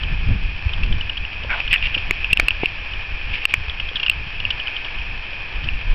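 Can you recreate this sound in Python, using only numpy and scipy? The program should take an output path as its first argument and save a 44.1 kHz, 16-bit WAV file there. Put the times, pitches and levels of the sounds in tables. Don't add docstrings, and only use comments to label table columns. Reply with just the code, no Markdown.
import sys
import numpy as np
from scipy import signal
from scipy.fft import rfft, irfft
from scipy.io import wavfile
from scipy.ndimage import uniform_filter1d

SR = 44100
rng = np.random.default_rng(int(sys.argv[2]) if len(sys.argv) > 2 else 0)


def amplitude_ratio(level_db):
    exponent = np.asarray(level_db, float) / 20
    return 10 ** exponent


def log_audio(samples):
    frames = np.atleast_2d(samples).T
    limited = np.clip(frames, -1, 1)
    pcm = np.round(limited * 32767).astype(np.int16)
    wavfile.write(sys.argv[1], SR, pcm)


N = 261954


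def level(x, db):
    return x * amplitude_ratio(db) / np.sqrt(np.mean(x ** 2))


def curve(table):
    times_s, levels_db = np.transpose(table)
    return np.interp(np.arange(N) / SR, times_s, levels_db)


def band(x, lo_hz, hi_hz, order=2):
    return signal.sosfilt(signal.butter(order, [lo_hz, hi_hz], "band", fs=SR, output="sos"), x)


def lowpass(x, design):
    return signal.sosfilt(design, x)


def ring(x, hz, width_hz):
    b, a = signal.iirpeak(hz, hz / width_hz, SR)
    return signal.lfilter(b, a, signal.lfilter(b, a, x))


def colour(x, points):
    hz, db = np.transpose(points)
    f = np.fft.rfftfreq(len(x), 1 / SR) + 1
    return irfft(rfft(x) * amplitude_ratio(np.interp(np.log(f), np.log(hz), db)), len(x))


def walk(rate_hz):
    hold = int(SR / rate_hz)
    steps = np.repeat(rng.standard_normal(N // hold + 1), hold)
    return uniform_filter1d(uniform_filter1d(steps, hold), hold)[:N]


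def add(out, start_s, piece):
    i = int(start_s * SR)
    out[i:i + len(piece)] += piece[:N - i]


def air():
    # time_s, level_db
    flow = [(0.0, -31), (0.36, -32), (1.17, -32), (1.45, -31), (1.67, -28.5), (2.02, -28.5), (2.41, -30),
            (3.08, -30.5), (3.36, -29.5), (3.57, -31.5), (4.38, -31), (4.7, -28.5), (5.08, -30.5),
            (5.94, -32)]
    # frequency_hz, density_db (per Hz)
    port = [(150, -45), (250, -16), (598, -16.5), (930, -13), (1430, -16), (1760, -7.5), (1980, -15.5),
            (2500, 4), (2600, 4), (2770, -4.5), (3200, -9.5), (3740, -24), (5250, -27), (5600, -30.5),
            (7280, -45), (12300, -120)]
    flow_db = curve(flow)
    stems = (rng.random(N) < 400 / SR) * rng.standard_normal(N)
    crackle = stems * amplitude_ratio(3 * np.minimum(rng.exponential(size=N), 3))
    hiss = colour(rng.standard_normal(N) + level(crackle, -6), port)

    cavity = level(ring(rng.standard_normal(N), 2489, 330), -2)
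    flicker = amplitude_ratio(2.2 * walk(60))
    whistle = level(level(band(hiss, 2030, 3325, order=3), 0) * flicker + cavity, 0)
    body = level(band(hiss, 260, 2023, order=3), 0)
    top = level(band(hiss, 3935, 10000, order=3), -50)

    body_db = -35.5 + 0.45 * (flow_db + 30) + 1.2 * walk(17)
    top_db = 0.59 * (flow_db + 40.5)
    return whistle * amplitude_ratio(flow_db + 1.5) + body * amplitude_ratio(body_db) + top * amplitude_ratio(top_db)


def buffets(offset_db, db_per_sharpness):
    # peak_s, length_s, strength_db, sharpness_db (small eddies reach higher)
    swells = [(0.048, .06, -17, 5), (0.131, .06, -14, 6), (0.213, 0.055, -24, 8.5), (0.309, .11, -14.5, 12),
              (.45, .12, -25.5, 6), (0.897, .2, -18, 10.5), (1.07, .06, -25.5, -4.5), (1.22, .06, -26, -2),
              (1.457, 0.11, -28.5, 8.5), (1.689, .06, -25.5, 4), (1.872, 0.076, -26, -7),
              (1.97, 0.055, -26, 4), (2.101, 0.039, -26, 5), (2.317, 0.058, -26, -5),
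              (2.419, 0.067, -20, 5), (2.62, 0.069, -28, 6), (2.978, 0.092, -24, -6),
              (3.127, 0.055, -27, -6), (3.3, .12, -30, 4), (3.589, 0.073, -27.5, 7.5), (3.85, .1, -30, 4),
              (4.203, .12, -29.5, 8), (4.45, .2, -34, 9.5), (4.998, 0.067, -27, 1.5),
              (5.12, 0.085, -26.5, 3.5), (5.569, 0.052, -20, -6.5), (5.661, 0.056, -23, 10),
              (5.74, .06, -25, -5), (5.852, 0.094, -23, -12)]
    t = np.arange(N) / SR
    return sum(amplitude_ratio(db + offset_db + db_per_sharpness * sharpness_db) * np.exp(-(2 * (t - s) / length_s) ** 2)
               for s, length_s, db, sharpness_db in swells)


def wind():
    # time_s, level_db
    pressure = [
        (0.0, -25),
        (0.92, -26),
        (1.21, -31),
        (2.05, -27.5),
        (3.24, -31.5),
        (5.0, -32.5),
        (5.59, -31),
        (5.79, -26),
        (5.94, -23.5),
    ]
    surge = walk(22)
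    deep = level(amplitude_ratio(1.4 * surge) * band(rng.standard_normal(N), 8.94, 38.1), 0)
    thump = level(amplitude_ratio(1.5 * surge) * band(rng.standard_normal(N), 45, 104), 0)
    flutter = level(amplitude_ratio(1.7 * surge) * band(rng.standard_normal(N), 120, 240), 0)

    steady = amplitude_ratio(curve(pressure) - 1)
    deep *= steady + buffets(-2.5, 0)
    thump *= steady * amplitude_ratio(-9.5) + buffets(-15, 0.96)
    flutter *= steady * amplitude_ratio(-25) + buffets(-46, 2.42)
    return deep + thump + flutter


def pops():
    # centre_s, peak_db, swing_hz
    eddies = [
        (.668, -7.5, 62),
        (.922, -12, 55),
        (2.43, -17, 35),
        (3.69, -18, 50),
        (4.27, -25.5, 120),
        (5.006, -17.5, 45),
        (5.665, -16.5, 60),
        (5.912, -8.5, 23.8),
    ]
    t = np.arange(N) / SR
    cycles = 0.48
    return sum(amplitude_ratio(db) * np.sin(2 * np.pi * hz * (t - s)) * np.exp(-((t - s) * hz / cycles) ** 2)
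               for s, db, hz in eddies)


def scrapes():
    # start_s, length_s, level_db, ring_hz, width_hz
    strokes = [(1.492, 0.069, -23.5, 1520, 297), (1.493, 0.08, -24, 2300, 404),
               (1.489, 0.16, -32, 900, 1000), (1.5, 0.175, -31.5, 2800, 1000),
               (1.703, 0.033, -19, 2600, 700), (1.723, 0.046, -14, 2566, 795),
               (1.728, 0.043, -18.5, 1876, 594), (1.818, 0.077, -22.5, 2550, 800),
               (2.295, 0.043, -23, 2510, 500), (2.626, 0.046, -23.5, 2570, 500),
               (3.325, 0.076, -24, 2590, 800), (3.41, .045, -28, 2600, 600), (3.49, .05, -28, 2650, 700),
               (5.634, 0.023, -34, 2900, 2490)]
    out = np.zeros(N)
    for s, length_s, db, hz, width_hz in strokes:
        grains_per_s = 2500 * amplitude_ratio(0.9 * (db + 23.5))
        n = min(int(length_s * SR), 8192)
        chance, push, size = rng.random((3, 8192))[:, :n]
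        grains = (chance < grains_per_s / SR) * (push - 0.5) * (size + 0.017) ** -0.3
        swell = np.sin(np.pi * (np.arange(n) / n) ** 0.6)
        add(out, s, level(ring(grains, hz, width_hz), db) * swell)
    return out


def bumps():
    # start_s, peak_db, ring_hz
    blows = [(0.304, -26.5, 326), (1.447, -21.5, 526), (1.967, -21, 283), (2.109, -12.5, 380),
             (2.392, -23, 334), (2.428, -26, 283), (2.634, -3.5, 394), (3.538, -27.5, 324),
             (3.914, -27, 490), (3.95, -28, 210), (5.328, -29, 604), (5.659, -29, 296)]
    out, t = np.zeros(N), np.arange(3000) / SR
    for s, db, hz in blows:
        t60_s = 0.0099 - 0.0005 * db
        modes = np.sin(2 * np.pi * hz * t) + 0.48 * np.sin(2 * np.pi * 1.8 * hz * t)
        modes *= 1 - np.exp(-t / 0.00036)
        add(out, s, -amplitude_ratio(db) * modes * 1000. ** (-t / t60_s))
    return out


def case(events, width_hz, rough, second_db, cut, fizz_db):
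    out, t = np.zeros(N), np.arange(1500) / SR
    for s, db, hz, length_ms, snap_db in events:
        noise = rng.standard_normal(len(t))
        u = t * 1000 / max(length_ms, 0.2)
        blow = u * np.exp(-u ** cut)
        after_rattle = 0.035 * u * np.exp(-0.55 * u)
        shape = blow + after_rattle
        pair = np.sin(2 * np.pi * hz * t) + amplitude_ratio(second_db) * np.sin(2 * np.pi * 1.13 * hz * t)

        mode = ring(shape * (pair + rough * noise), hz, width_hz)
        snap = band(shape * noise, 1300, 2900)
        fizz = band(shape * noise, 3100, 5800)
        hit = mode / abs(mode).max()
        hit += amplitude_ratio(snap_db) * snap / abs(snap).max()
        hit += amplitude_ratio(snap_db + fizz_db) * fizz / abs(fizz).max()
        add(out, s, amplitude_ratio(db) * hit)
    return out


def ticks():
    # start_s, peak_db, ring_hz
    slips = [(0.0313, -13.5, 3030), (0.7318, -14.5, 3140), (0.8325, -13.5, 2666), (0.9228, -16, 3070),
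             (1.0075, -13.5, 2990), (1.0935, -11, 2900), (1.1679, -18.5, 2840), (1.1735, -15.5, 3200),
             (1.4325, -21.5, 3000), (1.676, -12, 2990), (1.8544, -19, 2740), (1.9457, -8, 2866),
             (1.9758, -12, 2750), (1.9824, -18.5, 3100), (2.9328, -19, 2850), (3.6944, -15, 3310),
             (3.7971, -12.5, 2645), (3.8863, -17.5, 3250), (3.9555, -8, 2980), (3.9653, -14, 2980),
             (3.9963, -11, 2740), (4.0294, -8.5, 2780), (4.0606, -7.5, 2800), (4.0648, -13.5, 2800),
             (4.112, -14.5, 3020), (4.3994, -11.5, 2817), (4.5032, -8, 2985), (4.5977, -13, 2960),
             (4.7633, -14.5, 3050), (4.8448, -19, 3100),
             (1.776, -20, 3430),
        (4.9834, -23, 2750),
        (5.33, -26, 2900),
        (5.64, -24, 3000),
    ]
    events = [(s, db, hz, 2.82, -14.5 - 0.2 * db) for s, db, hz in slips]
    return case(events, width_hz=640, rough=5.6, second_db=-11.5, cut=1.24, fizz_db=-9)


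def clicks():
    # start_s, peak_db, ring_hz, snap_db
    snaps = [(0.692, -16, 2600, -8), (1.2494, -14, 2740, -11), (1.503, -12.5, 2290, -7),
             (1.602, -8, 2570, -10.5), (1.745, -7, 2800, -15.0), (1.7591, -1.5, 2600, -15),
             (1.825, -10, 2790, -5.5), (1.8694, -13, 2800, -5), (1.943, -12, 3100, -9),
             (2.244, -7, 2690, -6.5), (2.5057, -3, 2680, -10), (4.0812, -8.5, 2690, -12),
             (4.4508, -5, 2740, -29), (4.6714, -13, 3010, -6), (4.68, -14, 2510, -7),
             (5.687, -8, 2690, -19)]
    events = [(s, db, hz, 1 - 0.03 * db, snap_db) for s, db, hz, snap_db in snaps]
    return case(events, width_hz=560, rough=0.42, second_db=-14.5, cut=2.7, fizz_db=-16)


def through_case(x):
    low = lowpass(x, signal.butter(6, 3550, fs=SR, output="sos"))
    return low + amplitude_ratio(-4.5) * band(x, 4250, 5600)


def knocks():
    # start_s, peak_db, ring_hz, rattle_ms, snap_db
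    blows = [(1.7288, 5.5, 2760, 0.62, -6), (1.7401, -1, 2600, 0.7, -11), (2.1091, 7, 2290, 0.69, -9),
             (2.3297, 8, 2720, 2.5, -24), (2.3721, -1, 2740, 1.2, -22), (3.4531, 10, 2720, 1.05, -12),
             (2.3974, 6, 2340, 1.47, -2), (2.4830, 2, 2700, 1.8, -10), (2.6575, -0.95, 2646, 1.45, -42),
             (3.5387, 6, 2390, 1.39, -7.5), (4.097, 11, 2720, 1.3, -38)]
    return case(blows, width_hz=1630, rough=0.48, second_db=-12, cut=2.45, fizz_db=-24)


def scene():
    weather = air() + wind() + pops()
    rattles = through_case(scrapes() + ticks() + clicks())
    return (weather + bumps() + rattles + knocks())[None]


def limiter():
    # start_s, dip_db
    ducks = [
        (1.7413, -9),
        (2.1105, -3),
        (2.3346, -17),
        (2.4862, -6),
        (3.456, -17),
        (4.0996, -3),
    ]
    db, t = np.zeros(N), np.arange(2600) / SR
    for s, dip_db in ducks:
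        drop = 1 - np.exp(-t / 0.0078)
        recovery = np.exp(-(t / 0.0207) ** 3)
        add(db, s, dip_db * drop * recovery)
    return amplitude_ratio(db)


def top_cut(x):
    return signal.sosfilt(signal.butter(12, 16500, fs=SR, output="sos"), x)


def record(dry):
    input_top, ceiling, offset = 0.73, 0.715, -0.0156
    saturated = np.clip(dry[0] * limiter(), -input_top, input_top)
    narrow = lowpass(saturated, signal.ellip(8, 0.3, 75, 5607, fs=SR, output="sos"))
    clipped = np.clip(narrow, -ceiling, ceiling) + offset
    return top_cut(clipped[None])


dry = scene()
out = record(dry)
log_audio(out)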